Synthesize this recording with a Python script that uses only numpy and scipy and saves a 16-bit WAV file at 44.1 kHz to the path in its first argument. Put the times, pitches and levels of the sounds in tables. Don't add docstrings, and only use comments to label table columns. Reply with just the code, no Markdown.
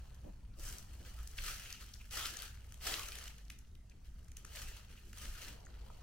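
import sys
import numpy as np
from scipy import signal
from scipy.fft import rfft, irfft, next_fast_len
from scipy.io import wavfile
from scipy.ndimage import uniform_filter1d

SR = 44100
rng = np.random.default_rng(int(sys.argv[2]) if len(sys.argv) > 2 else 0)


def to_wav(s):
    ch = np.atleast_2d(s).T
    pcm = np.round(np.clip(ch, -1, 1) * 32767)
    wavfile.write(sys.argv[1], SR, pcm.astype(np.int16))


N = 265746
TOP_HZ = 15900


def amp(db):
    return 10 ** (np.asarray(db) / 20)


def unit(x):
    return x / np.sqrt(np.mean(x ** 2) + 1e-20)


def along(points, hz):
    point_hz, values = np.transpose(points)
    return np.interp(np.log(hz + 1), np.log(point_hz + 1), values)


def curves(rows):
    times, *columns = np.transpose(rows)
    return [np.interp(np.arange(N) / SR, times, column) for column in columns]


def filtered(x, response):
    size = next_fast_len(N + SR // 2)
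    return irfft(rfft(x, size) * response(np.fft.rfftfreq(size, 1 / SR)), size)[..., :N]


def add(track, s, sound):
    part = track[:, max(round(s * SR), 0):][:, :sound.shape[-1]]
    part += sound[..., :part.shape[-1]]


def damped_ring(t, hz, t60):
    return np.sin(2 * np.pi * hz * t) * amp(-60 * t / t60)


def patchy(x, depth_db, bins, frames):
    spectra = signal.stft(x, nperseg=1024)[2]
    patches = rng.standard_normal(spectra.shape[1:])
    for _ in range(2):
        patches = uniform_filter1d(uniform_filter1d(patches, bins, 0), frames, 1)
    hz = np.fft.rfftfreq(1024, 1 / SR)[:, None]
    gain = amp(depth_db * unit(patches) / (1 + hz / 9000))
    return signal.istft(spectra * gain, nperseg=1024)[1][:, :N]


# frequency in Hz, left-right correlation.
MIC_LIKENESS = [(60, .985), (160, .93), (270, .78), (450, .35), (720, -.45), (1220, .65), (2010, .72),
                (3330, .5), (5500, .3), (9000, .15)]
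def spread(pair, spectrum):
    turn = lambda hz: np.arcsin(along(MIC_LIKENESS, hz)) / 2
    own = filtered(pair, lambda hz: amp(along(spectrum, hz)) * np.cos(turn(hz)))
    shared = filtered(pair[::-1], lambda hz: amp(along(spectrum, hz)) * np.sin(turn(hz)))
    return unit(own + shared)


# time in seconds, level in dB.
RUMBLE_LEVELS = [(0, -51), (1.0, -52), (1.17, -49), (1.6, -54), (2.8, -52), (3.6, -52.5), (3.88, -55.5),
                 (4.15, -51.5), (5.0, -54), (5.7, -51.5), (6.03, -53)]
# frequency in Hz, relative level in dB.
RUMBLE_SPECTRUM = [(12, -5), (22, -1.5), (32, -2), (42, -4), (57, 3), (72, -6.5), (100, -10), (125, -14),
                   (165, -20.5), (250, -28), (400, -52), (900, -57)]
AIR_SPECTRUM = [(100, -7.5), (200, 17), (400, 5.5), (950, -19), (1300, -1), (3000, -7), (6000, -11.5),
                (10000, -12), (15500, -32)]
def background(swell_db=3.5, swell_s=0.073, lag_s=0.058):
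    t = np.arange(N) / SR
    rumble_db, = curves(RUMBLE_LEVELS)
    swell = sum(np.exp(-((t - s - lag_s) / swell_s) ** 2) for s, *_ in FOOTFALLS)
    rumble = amp(rumble_db + swell_db * swell) * spread(rng.standard_normal((2, N)), RUMBLE_SPECTRUM)
    air = patchy(rng.standard_normal((2, N)), depth_db=5.0, bins=6, frames=6)
    return rumble + amp(-72.0) * spread(air, AIR_SPECTRUM)


# frequency in Hz, seconds to fall 60 dB.
WALL_DECAY = [(200, 0.098), (2000, 0.43), (6000, 0.32), (14000, 0.17)]
def walls(x, predelay_s=.007):
    hz, t, spectra = signal.stft(rng.standard_normal((2, SR // 2)), SR, nperseg=256)
    decay = amp(-60 * t / along(WALL_DECAY, hz)[:, None])
    tail = signal.istft(spectra * decay, SR, nperseg=256)[1]
    tail = np.pad(tail / np.linalg.norm(tail[0]), ((0, 0), (round(predelay_s * SR), 0)))
    return signal.fftconvolve(x, tail, axes=1)[:, :N]


# start in seconds, level in dB.
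MIC_JOLTS = [(0.604, -39.5), (1.385, -36.5), (2.864, -43.5), (4.614, -43.5), (5.269, -42)]
def jolts(sway_hz=28, t60=0.6):
    track, t = np.zeros((2, N)), np.arange(SR // 2) / SR
    for s, db in MIC_JOLTS:
        add(track, s, amp(db) * damped_ring(t, sway_hz, t60) * (1 - np.exp(-t / 0.0045)))
    return track


# start in seconds, level in dB, pitch in Hz, seconds to fall 60 dB.
DEBRIS_BUMPS = [(1.003, -54, 318, 0.058), (5.667, -42, 1620, 0.0096), (5.901, -40.5, 1090, 0.011)]
def bumps():
    track, t = np.zeros((2, N)), np.arange(SR // 8) / SR
    modes = [(0.89, 1), (1.14, 0.89), (1.04, -0.36)]
    for s, db, hz, t60 in DEBRIS_BUMPS:
        knock = sum(gain * damped_ring(t, hz * ratio, t60) for ratio, gain in modes)
        add(track, s, amp(db) * knock * (1 - np.exp(-t / 0.0011)))
    return track


# middle and length in seconds, level in dB.
SOLE_SCUFFS = [(0.274, 0.099, -54), (0.594, 0.057, -59), (1.038, 0.13, -64.5), (3.182, 0.025, -65.5),
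               (5.264, 0.1, -63), (5.505, 0.16, -61.5)]
# frequency in Hz, relative level in dB.
SOLE_SPECTRUM = [(80, -1), (140, 3.5), (280, 4.5), (420, -7.5), (600, -0.5), (850, -13), (1200, -25),
                 (3000, -35)]
def scuffs():
    stroke = np.zeros((2, N))
    for s, length, db in SOLE_SCUFFS:
        add(stroke, s - length / 2, amp(db) * np.sqrt(np.hanning(int(length * SR))))
    return stroke * spread(rng.standard_normal((2, N)), SOLE_SPECTRUM)


# middle and length in seconds, pitch in Hz, level in dB.
RASPS = [(1.194, 0.07, 1320, -61), (1.72, 0.31, 2700, -62), (2.009, 0.029, 2560, -58.5),
         (2.219, 0.19, 1290, -52), (2.226, 0.2, 3220, -50), (2.892, .11, 716, -54.5),
         (2.907, 0.13, 447, -61), (2.916, 0.22, 3300, -51), (2.995, 0.16, 1110, -56.5),
         (3.918, .03, 2410, -69.5), (4.698, 0.36, 2660, -64.5), (4.981, .05, 2700, -65.5),
         (5.658, .03, 7000, -65)]
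def rasps(pulses_per_s=900, q=9):
    track = np.zeros((2, N))
    for s, length, hz, db in RASPS:
        count = int(length * SR)
        pulses = rng.standard_normal((3, count)) * (rng.random((3, count)) < pulses_per_s / SR)
        ring = signal.lfilter(*signal.iirpeak(hz, q, SR), pulses)
        add(track, s - length / 2, amp(db) * np.hanning(count) * unit(0.31 * ring[:2] + ring[2]))
    return track


def chance_snaps(crunch_db, per_s=4.5):
    count = int(per_s * N / SR)
    at, chance = rng.integers(N, size=count), rng.standard_normal((count, 2))
    db = -64 + 0.41 * (crunch_db[at] + 60.5) - 1.5 * chance[:, 0]
    hz = 3280 * 2 ** (0.85 * np.clip(chance[:, 1], -2, 2))
    treble_db = np.full(count, -2)
    return list(zip(at / SR, db, hz, treble_db))


# start in seconds, level in dB, ring in Hz, splinter treble in dB.
TWIG_SNAPS = [(0.1448, -63.5, 2146, 2), (0.7833, -48, 4930, 2), (1.2736, -48, 5750, 2.5),
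              (1.382, -44, 2910, -14), (1.3854, -40.5, 2470, -23), (1.7031, -46, 3730, -3),
              (1.7262, -42.5, 5300, -1), (1.9372, -48, 5040, -2.5), (2.1091, -49, 4850, -1.5),
              (2.2548, -36.5, 3250, -8), (2.369, -45.5, 6210, 0), (2.421, -41, 4270, 1),
              (2.5714, -60, 2030, -5), (2.722, -52.5, 2010, 1), (2.7417, -52.5, 2970, 0.5),
              (2.8104, -54, 2690, -12), (2.9394, -34.5, 3430, -16), (2.994, -39, 2920, -1),
              (3.084, -44, 4850, 2.5), (3.12, -43, 4040, -3), (3.1527, -44, 3700, -0.5),
              (3.1859, -47, 1930, 0), (3.239, -50, 1970, 5), (3.2774, -46, 2880, -0.5),
              (3.3818, -56.5, 3060, 0), (3.481, -60, 4240, -2), (3.5004, -45, 2600, -2.5),
              (3.5873, -57, 3060, 3), (3.7507, -60.5, 4030, -2.5), (3.8967, -62.5, 5370, -1.5),
              (4.244, -65, 2580, 2.5), (4.2823, -61, 1690, 0.5), (4.3165, -58, 2210, 1),
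              (4.3685, -46.5, 3180, 1.5), (4.4481, -48.5, 1480, 0), (4.57, -46.5, 2610, -14),
              (5.1296, -51, 1920, -2), (5.1833, -49, 2500, 1.5), (5.2533, -49, 2370, -13),
              (5.418, -48, 3090, -1)]
def snaps(rows, t60=0.0055, gap_s=0.0015, rise_s=0.00028, q=1.54):
    track, t = np.zeros((2, N)), np.arange(SR // 40) / SR
    levelled = lambda x: x / np.sqrt(np.sum(x ** 2) / (2 * .003 * SR))
    band = lambda x, *edges: signal.sosfilt(signal.butter(2, edges, "band", fs=SR, output="sos"), x)
    for s, db, hz, treble_db in rows:
        later = t - gap_s * rng.uniform(0.7, 2.2)
        double_click = amp(-60 * t / t60) + 0.73 * (later > 0) * amp(-60 * np.abs(later) / t60)
        noise = rng.standard_normal((3, len(t))) * double_click * (1 - np.exp(-t / rise_s))
        wood = signal.lfilter(*signal.iirpeak(hz, q, SR), .5 * noise[:2] + noise[2])
        wood = levelled(band(wood, .5 * hz, 1.66 * hz))
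        splinters = levelled(band(noise[:2] + 0.81 * noise[2], 4800, 13000))
        share = np.clip(0.59 * amp(2 * treble_db), 0, .95)
        add(track, s, amp(db) * (np.sqrt(1 - share) * wood + np.sqrt(share) * splinters))
    return track


def press(s, rise, hold, release, loading_power=1.3):
    t = np.arange(N) / SR - s
    return np.clip(1 + t / rise, 0, 1) ** loading_power * amp(-release * np.maximum(t - hold, 0))


# time in seconds, crunch in dB, crackle and grind in dB above it.
LEAF_RUSTLE = [(0, -70, -3.5, 2.5), (0.5, -79, -7.5, 4), (0.95, -72, 1.5, 2.5), (1.28, -67, 3, -3.5),
               (1.95, -72, 3.5, -4), (2.7, -71, -1, -2), (3.4, -73, -11, -2.5), (3.83, -89, 4, 8),
               (4.25, -80, 1, 4), (4.7, -71, -35, -0.5), (5.08, -72, 4, -5.5), (5.6, -70, -8, 3.5),
               (6.03, -69, -3, 2)]
# time in seconds, crunch in dB.
LEAF_BRUSHES = [(0.9, -66), (1.0, -68), (1.065, -59.5), (1.2, -65), (1.385, -57), (1.805, -59.5),
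                (1.89, -66), (2.005, -68), (3.37, -69), (3.51, -69), (4.055, -72), (4.165, -76),
                (4.375, -66), (4.47, -65), (4.91, -65), (4.98, -67), (5.165, -63)]
# the heel's time of full weight, rise and hold in seconds,
# release in dB a second, crunch in dB, crackle and grind in dB above it,
# then seconds until the weight is on the ball of the foot, and the ball's crunch in dB.
FOOTFALLS = [(0.644, 0.098, 0.03, 110, -57.5, 4, -9, 0.07, -59),
             (1.486, 0.155, 0.02, 125, -46, -1, -16.5, 0.165, -54.5),
             (2.135, 0.038, 0.125, 130, -45.5, -1, -12.5, 0.26, -53.5),
             (2.872, 0.078, 0.04, 72, -42, -1, -10, 0.33, -56),
             (4.575, 0.11, 0.015, 85, -53, 0, -10.5, 0.15, -61.5),
             (5.239, 0.12, 0.015, 100, -53, -0.5, -11, 0.19, -54)]
def tread():
    layers = lambda db, crackle_db, grind_db: amp([db, db + crackle_db, db + grind_db]) ** 2
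    power = layers(*curves(LEAF_RUSTLE))
    for s, rise, hold, release, db, crackle_db, grind_db, roll_s, ball_db in FOOTFALLS:
        heel = press(s, rise, hold, release)
        ball = press(s + roll_s, rise=0.15, hold=0.055, release=150)
        power += np.outer(layers(db, crackle_db, grind_db), heel ** 2)
        power += np.outer(layers(ball_db, crackle_db - 2, grind_db + 1.5), ball ** 2)
    for s, db in LEAF_BRUSHES:
        brush = press(s, rise=0.03, hold=0.012, release=125)
        power += np.outer(layers(db, crackle_db=-2.5, grind_db=-10), brush ** 2)
    return 10 * np.log10(power)


def fractures(level_db, per_s, pitch_hz, cycles, scatter_db, crowding):
    density = amp(crowding * level_db)
    density /= density.mean()
    chance = rng.random((int(2 * per_s * N / SR), 4))
    start = np.searchsorted(np.cumsum(density), chance[:, 0] * N)
    hz = np.minimum(pitch_hz * 4 ** (2 * chance[:, 1:2] - 1), TOP_HZ)
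    strength = amp(-scatter_db * np.log(chance[:, 2:3] + np.exp(-4)))
    polarity = np.sign(chance[:, 3:] - .5)
    age = np.arange(np.clip(int(4 * SR / pitch_hz), 8, 256))
    turns = hz * age / SR
    grains = polarity * strength * np.sqrt(hz) * np.sin(2 * np.pi * turns) * np.exp(-turns / cycles)
    where = start[:, None] + age
    swarms = [np.bincount(where[side::2].ravel(), grains[side::2].ravel(), N)[:N] for side in range(2)]
    return np.array(swarms) / np.sqrt(density)


def collapses(per_s=55, life_s=0.0046, size=1.06):
    chance = rng.random((2, N))
    starts = (chance[0] < per_s / SR) * (1 + 3 * chance[1] ** 2)
    energy = 1 + size * signal.lfilter([1], [1, -np.exp(-1 / (life_s * SR))], starts)
    return unit(np.sqrt(energy))


# frequency in Hz, relative level in dB.
CRUNCH_SPECTRUM = [(500, -30), (800, -24), (1080, -16.5), (1300, -2.5), (1700, -1.5), (2300, -3.5),
                   (3000, 2.5), (3600, -3.5), (4400, 1.5), (6200, -16), (7500, -23), (10000, -54)]
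CRACKLE_SPECTRUM = [(3500, -17), (5200, -3.5), (6300, -6.5), (7500, -2), (10000, -2.5), (13000, -3),
                    (15500, -4.5)]
GRIND_SPECTRUM = [(120, -47), (240, -13.5), (420, -2.5), (570, -2.5), (700, 0), (980, -2.5), (1300, -8.5),
                  (2500, -50)]
def footsteps(crunch_db, crackle_db, grind_db):
    ribs = fractures(crunch_db, per_s=2800, pitch_hz=2787, cycles=1.1, scatter_db=2.0, crowding=.8)
    blades = fractures(crunch_db, per_s=4000, pitch_hz=7200, cycles=0.56, scatter_db=0.5, crowding=.8)
    grit = fractures(crunch_db, per_s=1300, pitch_hz=638, cycles=0.99, scatter_db=3.5, crowding=.3)
    crunch = amp(crunch_db - 1.5) * spread(patchy(ribs, depth_db=2.5, bins=5, frames=2), CRUNCH_SPECTRUM)
    crackle = amp(crackle_db) * spread(patchy(blades, depth_db=2.5, bins=10, frames=2), CRACKLE_SPECTRUM)
    grind = amp(grind_db - 1) * spread(patchy(grit, depth_db=3, bins=2, frames=2), GRIND_SPECTRUM)
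    return collapses() * (crunch + crackle) + grind


def scene(left_lead_s=.00004):
    crunch_db, crackle_db, grind_db = tread()
    litter = footsteps(crunch_db, crackle_db, grind_db) + rasps()
    hits = bumps() + scuffs() + snaps(TWIG_SNAPS + chance_snaps(crunch_db))
    feet = litter + hits + amp(-11.5) * walls(litter) + amp(-8.0) * walls(hits)
    left_bias = [(200, 0.21), (700, 1.9), (2000, 0.37), (10000, 2.7)]  # Hz, dB over the right side
    lean = lambda hz: amp(np.outer([.5, -.5], along(left_bias, hz)))
    lead = lambda hz: np.exp(2j * np.pi * np.outer([.5, -.5], hz) * left_lead_s)
    return filtered(feet, lambda hz: lean(hz) * lead(hz)) + jolts() + background()


# centre and width in Hz, boost in dB.
HOUSING_RESONANCES = [(1242, 68, 2.5), (3120, 270, 0.5), (6150, 770, 6.5)]
def record(dry):
    def housing(hz):
        return 1 + sum((amp(db) - 1) * 1j * hz * width / (centre ** 2 - hz ** 2 + 1j * hz * width)
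                       for centre, width, db in HOUSING_RESONANCES)
    return filtered(dry, lambda hz: housing(hz) * (hz < TOP_HZ))


dry = scene()
out = record(dry)
to_wav(out)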